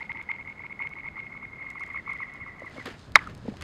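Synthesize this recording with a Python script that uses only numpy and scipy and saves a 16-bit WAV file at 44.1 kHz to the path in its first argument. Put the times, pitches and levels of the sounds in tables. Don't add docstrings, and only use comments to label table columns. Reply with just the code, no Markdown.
import sys
import numpy as np
from scipy import signal
from scipy.fft import rfft, irfft
from scipy.io import wavfile
from scipy.ndimage import uniform_filter1d

SR = 44100
rng = np.random.default_rng(int(sys.argv[2]) if len(sys.argv) > 2 else 0)


def volts(x):
    e = np.asarray(x, float) / 20
    return 10 ** e


def file_out(sig):
    cols = np.atleast_2d(sig).T
    lim = np.clip(cols, -1, 1)
    pcm = np.round(lim * 32767).astype(np.int16)
    wavfile.write(sys.argv[1], SR, pcm)


N = 160083


def coloured(points):
    hz, db = np.array(points).T
    f = np.maximum(np.fft.rfftfreq(N, 1 / SR), 1)
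    gain = volts(np.interp(np.log(f), np.log(hz), db))
    x = irfft(rfft(rng.standard_normal(N)) * gain, N)
    return x / x.std()


def band(x, hz, width_hz):
    b, a = signal.iirpeak(hz, hz / width_hz, fs=SR)
    return signal.lfilter(b, a, signal.lfilter(b, a, x))


def walk(rate_hz):
    k = int(SR / rate_hz)
    held = np.repeat(rng.standard_normal(2000), k)[:N]
    return 1.3 * uniform_filter1d(uniform_filter1d(held, k), k)


def curve(rows):
    return volts(np.interp(np.arange(N) / SR, *np.array(rows).T))


def add(out, s, x):
    i = int(s * SR)
    a, b = max(i, 0), min(i + len(x), N)
    if b > a:
        out[a:b] += x[a - i:b - i]


def glide(hz, turn=0):
    return np.sin(2 * np.pi * (np.cumsum(hz) / SR + turn))


# (time [s], level [dB])
WIND = [(0, -54), (2.6, -53.5), (3.02, -52), (3.1, -46.5), (3.25, -44.5), (3.42, -45.5), (3.5, -43.5),
        (3.63, -43)]
# (frequency [Hz], density [dB per Hz])
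FLOOR_COLOUR = [(90, -40.5), (150, -9), (500, -18), (1100, -19.5), (1700, -22.5), (3000, -34.5),
                (6500, -46), (16000, -60.5)]
WIND_HZ, WIND_WIDTH_HZ, FLOOR_DB = 85, 175, -54


def air():
    wind = band(rng.standard_normal(N), WIND_HZ, WIND_WIDTH_HZ)
    gusts = wind / wind.std() * curve(WIND) * volts(1.2 * walk(12))
    return gusts + coloured(FLOOR_COLOUR) * volts(FLOOR_DB + 0.38 * walk(34))


# (time [s], level [dB])
RUSTLE = [(0, -53), (.1, -63.5), (1.6, -86), (1.85, -62), (2.3, -61), (2.58, -72), (2.75, -53.5),
          (2.852, -50.5), (2.860, -38.5), (2.93, -51), (3.04, -71), (3.13, -73.5), (3.3, -51.5),
          (3.4, -83.5), (3.49, -49.5), (3.53, -68), (3.595, -58), (3.625, -41)]
# (frequency [Hz], density [dB per Hz])
CLOTH_COLOUR = [(120, -48.5), (250, -4), (400, -10.5), (851, -13.5), (1800, -8.5), (4600, -24),
                (16000, -52.5)]


def rustle():
    return coloured(CLOTH_COLOUR) * curve(RUSTLE) * volts(1.2 * walk(40) + 2.6 * walk(400))


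BEND_HZ, BEND_END_HZ, BEND_S = 1400, 950, .0015


def bend(t, at_s, db, turn):
    u = (t - at_s) / BEND_S
    fall = BEND_END_HZ + (BEND_HZ - BEND_END_HZ) / (1 + np.exp(np.clip(1.43 * u, -20, 20)))
    return volts(db) * np.exp(-u ** 2 / 2) * glide(fall, turn)


ICE_S = [0, .005, .009, .020, .0225, .025, .034, .043, .058]
ICE_HZ = [2040, 2080, 2120, 2200, 2150, 2170, 2170, 2010, 1920]
ICE_DB = [-16, -3, 3, 5, -2, 4.5, 6, 5, 6]
LEAD_S, LEAD_GROWTH, CUT_S = .0242, .0109, .0004
SWELL_DB, SWELL_DB_S, FLUTTER_DB = 6.5, -.07, 1.5
EDGE_HZ, EDGE_S, EDGE_AT_S, EDGE_DB, EDGE_DB_S = 2060, .0014, .0035, 4.5, -2.6
BEND_AT, BEND_DB, BEND_DB_S, BEND_SCATTER_DB = .38, -10, 4.3, 1.5
SECOND_BEND_AT, SECOND_BEND_DB, SECOND_BEND_DB_S = .71, -19, 6.5
SHORE_HZ, SHORE_RISE_HZ_S, SHORE_AT, SHORE_S, SHORE_FALL_S = 889, 9020, .2645, .0058, .011
SHORE_DB, SHORE_DB_S = -9.5, -5
CLICK_HZ, CLICK_DB, CLICK_DB_S, CLICK_SCATTER_DB = 3000, -4, -2, 2


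def skip(s, c):
    lead, pre = LEAD_S + LEAD_GROWTH * s, .016
    t = np.arange(int((pre + lead + .004) * SR)) / SR - pre

    gate = (t > 0) * np.clip((lead - t) / (CUT_S * (1 + s)) + 1, 0, 1)
    swell = (SWELL_DB + SWELL_DB_S * s) * (np.clip(t / lead, 0, 1) ** 2 - 1)
    flutter = FLUTTER_DB * np.sin(2 * np.pi * (t * (60 + 25 * c[0]) + c[1]))
    level = volts(np.interp(t, ICE_S, ICE_DB) + swell + flutter)
    tone = gate * level * glide(np.interp(t, ICE_S, ICE_HZ) * (1 + .00696 * c[3]), c[2])

    edge = np.exp(-((t - EDGE_AT_S) / EDGE_S) ** 2 / 2) * glide(EDGE_HZ + 0 * t, c[1])
    edge = volts(EDGE_DB + EDGE_DB_S * s) * edge

    first_db = BEND_DB + BEND_DB_S * s + BEND_SCATTER_DB * c[3]
    second_db = SECOND_BEND_DB + SECOND_BEND_DB_S * s + BEND_SCATTER_DB * c[0]
    slow = bend(t, BEND_AT * lead, first_db, c[4]) + bend(t, SECOND_BEND_AT * lead, second_db, c[5])

    v = t - SHORE_AT * lead
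    hum = np.exp(np.minimum(v, 0) / SHORE_S - (np.maximum(v, 0) / SHORE_FALL_S) ** 2)
    hum = volts(SHORE_DB + SHORE_DB_S * s) * hum * glide(SHORE_HZ + SHORE_RISE_HZ_S * v, c[5])

    w = (t - lead) * CLICK_HZ
    click = -w * np.exp(.5 - (2.88 * w) ** 2) * 3
    click = volts(CLICK_DB + CLICK_DB_S * s + CLICK_SCATTER_DB * c[6]) * click
    return s - lead - pre, tone + edge + slow + hum + click


HALO_HZ, HALO_WIDTH_HZ, HALO_DB = 2365, 450, -19


def halo(x):
    grain = band(rng.standard_normal(N), HALO_HZ, HALO_WIDTH_HZ)
    return volts(HALO_DB) * grain / grain.std() * uniform_filter1d(np.abs(x), size=150)


# (airborne click time [s], level [dB])
SKIPS = [(.030, -29), (.064, -44), (0.119, -27.5), (.173, -32.5), (.197, -36.5), (.215, -32.5),
         (.241, -49), (.283, -48), (.316, -25.5), (.341, -36.5), (.364, -36.5), (.412, -34.5),
         (.428, -42), (.478, -38), (.502, -36), (.527, -41), (.584, -46.5), (.623, -36.5),
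         (.666, -34.5), (.728, -36), (.824, -29), (.837, -34.5), (.873, -30.5), (0.937, -37.5),
         (.988, -36), (1.006, -38.5), (1.068, -36.5), (1.087, -32.5), (1.113, -51.5), (1.192, -33.5),
         (1.204, -31.5), (1.236, -40), (1.269, -41.5), (1.330, -41), (1.377, -36.5), (1.454, -35),
             (1.492, -45), (1.525, -49.5), (1.599, -42), (1.690, -41), (1.560, -45.5), (1.627, -35.5),
             (1.671, -37), (1.713, -38.5), (1.784, -35.5), (1.838, -32), (1.917, -37.5), (1.936, -41.5),
             (1.976, -29), (2.000, -35.5), (2.107, -30.5), (2.130, -31), (2.168, -34), (2.235, -30.5),
             (2.258, -40.5), (2.301, -42), (2.379, -43.5), (2.439, -38.5), (2.462, -51), (2.497, -39.5),
             (2.552, -59), (2.610, -44.5), (2.680, -40), (2.816, -40)]
PATTER_COUNT, PATTER_ENDS_S, PATTER_DB, PATTER_RANGE_DB = 170, 2.72, -57.5, 7
PATCHY_DB, PATCHY_DB_S = .3, .8
SCATTER_DB, SCATTER_DB_S, SCATTER_T60_S = -17, 3.2, .07


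def stone():
    out, rows, now = np.zeros(N), SKIPS, np.arange(N) / SR
    for (s, db), c in zip(rows, rng.standard_normal((len(rows), 7))):
        at, x = skip(s, c)
        add(out, at, np.sqrt(2) * volts(db - 5) * x)
    for c in rng.standard_normal((PATTER_COUNT, 7)):
        at, x = skip(rng.random() * PATTER_ENDS_S, c)
        add(out, at, volts(PATTER_DB + PATTER_RANGE_DB * rng.random()) * x)
    out = out * volts((PATCHY_DB + PATCHY_DB_S * now) * walk(220))
    t = np.arange(SR // 10) / SR
    flaws = rng.standard_normal(len(t)) * volts(-60 * t / SCATTER_T60_S)
    wet = signal.fftconvolve(out, flaws / np.linalg.norm(flaws))[:N]
    return out + halo(out) + wet * volts(SCATTER_DB + SCATTER_DB_S * now)


# (time [s], peak [dB], centre [Hz])
TICKS = [(0.1288, -57.5, 4880), (0.226, -56.5, 5300), (0.4968, -61, 4520), (0.8725, -63.5, 4800),
         (0.8925, -55, 5000), (1.703, -46.5, 4600), (1.7144, -58, 5120), (1.7968, -53, 4960),
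         (1.8068, -56, 5160), (1.8353, -50, 4620), (1.863, -53.5, 4550), (1.8776, -61, 6440),
         (1.9164, -65, 4800), (1.934, -56, 5070), (2.1057, -52.5, 4700), (2.133, -47.5, 4670),
         (2.175, -56, 4570), (2.338, -52.5, 4830), (2.5974, -58, 5000), (2.658, -57, 5870),
         (2.6972, -54.5, 4800), (2.8573, -38.5, 4450), (3.1204, -48, 4860), (3.191, -62.5, 5170),
         (3.2266, -57, 4960), (3.299, -56.5, 6560), (3.3497, -47, 4560), (3.3772, -53.5, 4600),
         (3.2415, -53, 4800), (3.273, -46, 4100), (3.5696, -39.5, 3070), (3.611, -35, 3350),
         (3.6225, -30, 3230)]


def ticks():
    out, t = np.zeros(N), np.arange(SR // 8) / SR
    for s, db, hz in TICKS:
        snap = rng.standard_normal(len(t)) * volts(db + 9 - 60 * t / .007)
        add(out, s, band(snap, .85 * hz, 1.3 * hz))
    return out


# (time [s], level [dB])
SLEEVE = [(2.55, -79.5), (2.65, -69.5), (2.78, -61), (2.9, -69), (2.96, -66), (3.03, -58), (3.12, -72),
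          (3.28, -67.5), (3.36, -67.5), (3.46, -63), (3.55, -65.5)]
# (frequency [Hz], density [dB per Hz])
SLEEVE_COLOUR = [(800, -18.5), (2000, -1), (4000, 6), (9000, -9.5), (12000, -33.5), (16000, -35)]


def sleeve():
    return coloured(SLEEVE_COLOUR) * curve(SLEEVE) * volts(1.2 * walk(60) + 3 * walk(500))


# (time [s], pitch [Hz], t60 [s], peak [dB])
BUMPS = [(2.62, 505, 0.026, -30.5), (2.636, 313, 0.05, -37.5), (2.759, 255, 0.035, -41),
         (2.762, 560, 0.093, -39), (2.78, 480, 0.036, -35), (2.782, 240, 0.03, -29.5),
         (2.877, 374, 0.033, -25.5), (3.298, 414, 0.015, -42.5), (3.391, 240, 0.04, -49),
         (3.451, 327, .03, -35), (3.456, 444, 0.041, -33.5), (3.481, 454, 0.016, -21.5),
         (3.484, 215, 0.066, -20), (3.518, 400, .03, -37), (3.539, 670, 0.023, -37),
         (3.622, 576, 0.026, -40)]


def bumps():
    out, t = np.zeros(N), np.arange(SR // 8) / SR
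    for s, hz, t60_s, db in BUMPS:
        ring = glide(hz * (.9 + .3 * np.exp(-t / .008)))
        contact = 1.5 * band(rng.standard_normal(len(t)), 1.4 * hz, 1.4 * hz)
        onset = np.clip(t * hz / .54, 0, 1)
        add(out, s, (ring + contact) * onset * volts(db - 60 * t / t60_s))
    return out


# (time [s], start [Hz], end [Hz], length [s], peak [dB])
STRIKE = [(3.152, 4550, 3540, 0.0053, -34.5), (3.1556, 2176, 1975, 0.0047, 0),
          (3.1560, 1334, 1093, 0.004, -5), (3.1585, 4100, 3530, 0.0056, -16.5),
          (3.1613, 690, 1260, .0046, -13), (3.1637, 1322, 800, 0.0057, -14),
          (3.171, 1950, 1860, 0.003, -23), (3.183, 2330, 2320, 0.005, -39),
          (3.1895, 2160, 1860, 0.0062, -27.5), (3.198, 2000, 1800, 0.012, -43),
          (3.202, 1384, 1094, 0.031, -43), (3.26, 1360, 1170, 0.022, -45),
          (3.271, 1390, 1250, 0.007, -32.5), (3.154, 592, 242, 0.013, -32), (3.1565, 1647, 1526, .003, -3),
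          (3.1675, 2100, 1950, 0.0032, -21.5), (3.171, 1123, 900, 0.0075, -32)]
# (frequency [Hz], density [dB per Hz])
CRACK_COLOUR = [(300, -10), (1500, 0), (3000, -5), (6500, -17), (16000, -46)]
STRIKE_ROUGH = .25
CRACK_S, CRACK_DB, CRACK_T60_S = 3.1562, -13, .011
TAIL_HZ, TAIL_DB, TAIL_T60_S = 1400, -33, .36


def strike():
    out, t = np.zeros(N), np.arange(SR // 2) / SR
    for s, hz, end_hz, length_s, db in STRIKE:
        u = np.linspace(0, 1, int(length_s * SR))
        grit = band(rng.standard_normal(N), hz, .4 * hz)
        grit = STRIKE_ROUGH * grit / grit.std()
        burst = glide(hz + (end_hz - hz) * u) + grit[int(s * SR):][:len(u)]
        add(out, s, volts(db) * np.sin(np.pi * u ** .63) ** .55 * burst)
    rise = np.clip(t / .0015, 0, 1)
    add(out, CRACK_S, coloured(CRACK_COLOUR)[:len(t)] * rise * volts(CRACK_DB - 60 * t / CRACK_T60_S))
    tail = band(rng.standard_normal(N), TAIL_HZ, 1000) * volts(2.2 * walk(60))
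    add(out, CRACK_S, 4 * tail[:len(t)] * rise * volts(TAIL_DB - 60 * t / TAIL_T60_S))
    return out


def scene():
    handling = rustle() + ticks() + sleeve() + bumps()
    return (air() + stone() + handling + strike())[None]


def low_pass(x):
    return signal.sosfilt(signal.butter(12, 15800, fs=SR, output="sos"), x)


NOTCH_HZ, NOTCH_WIDTH_HZ, NOTCH_DEPTH = 5700, 810, .98


def record(dry):
    notched = dry - NOTCH_DEPTH * band(dry, NOTCH_HZ, NOTCH_WIDTH_HZ)
    return low_pass(np.clip(notched, -1, 1))


dry = scene()
out = record(dry)
file_out(out)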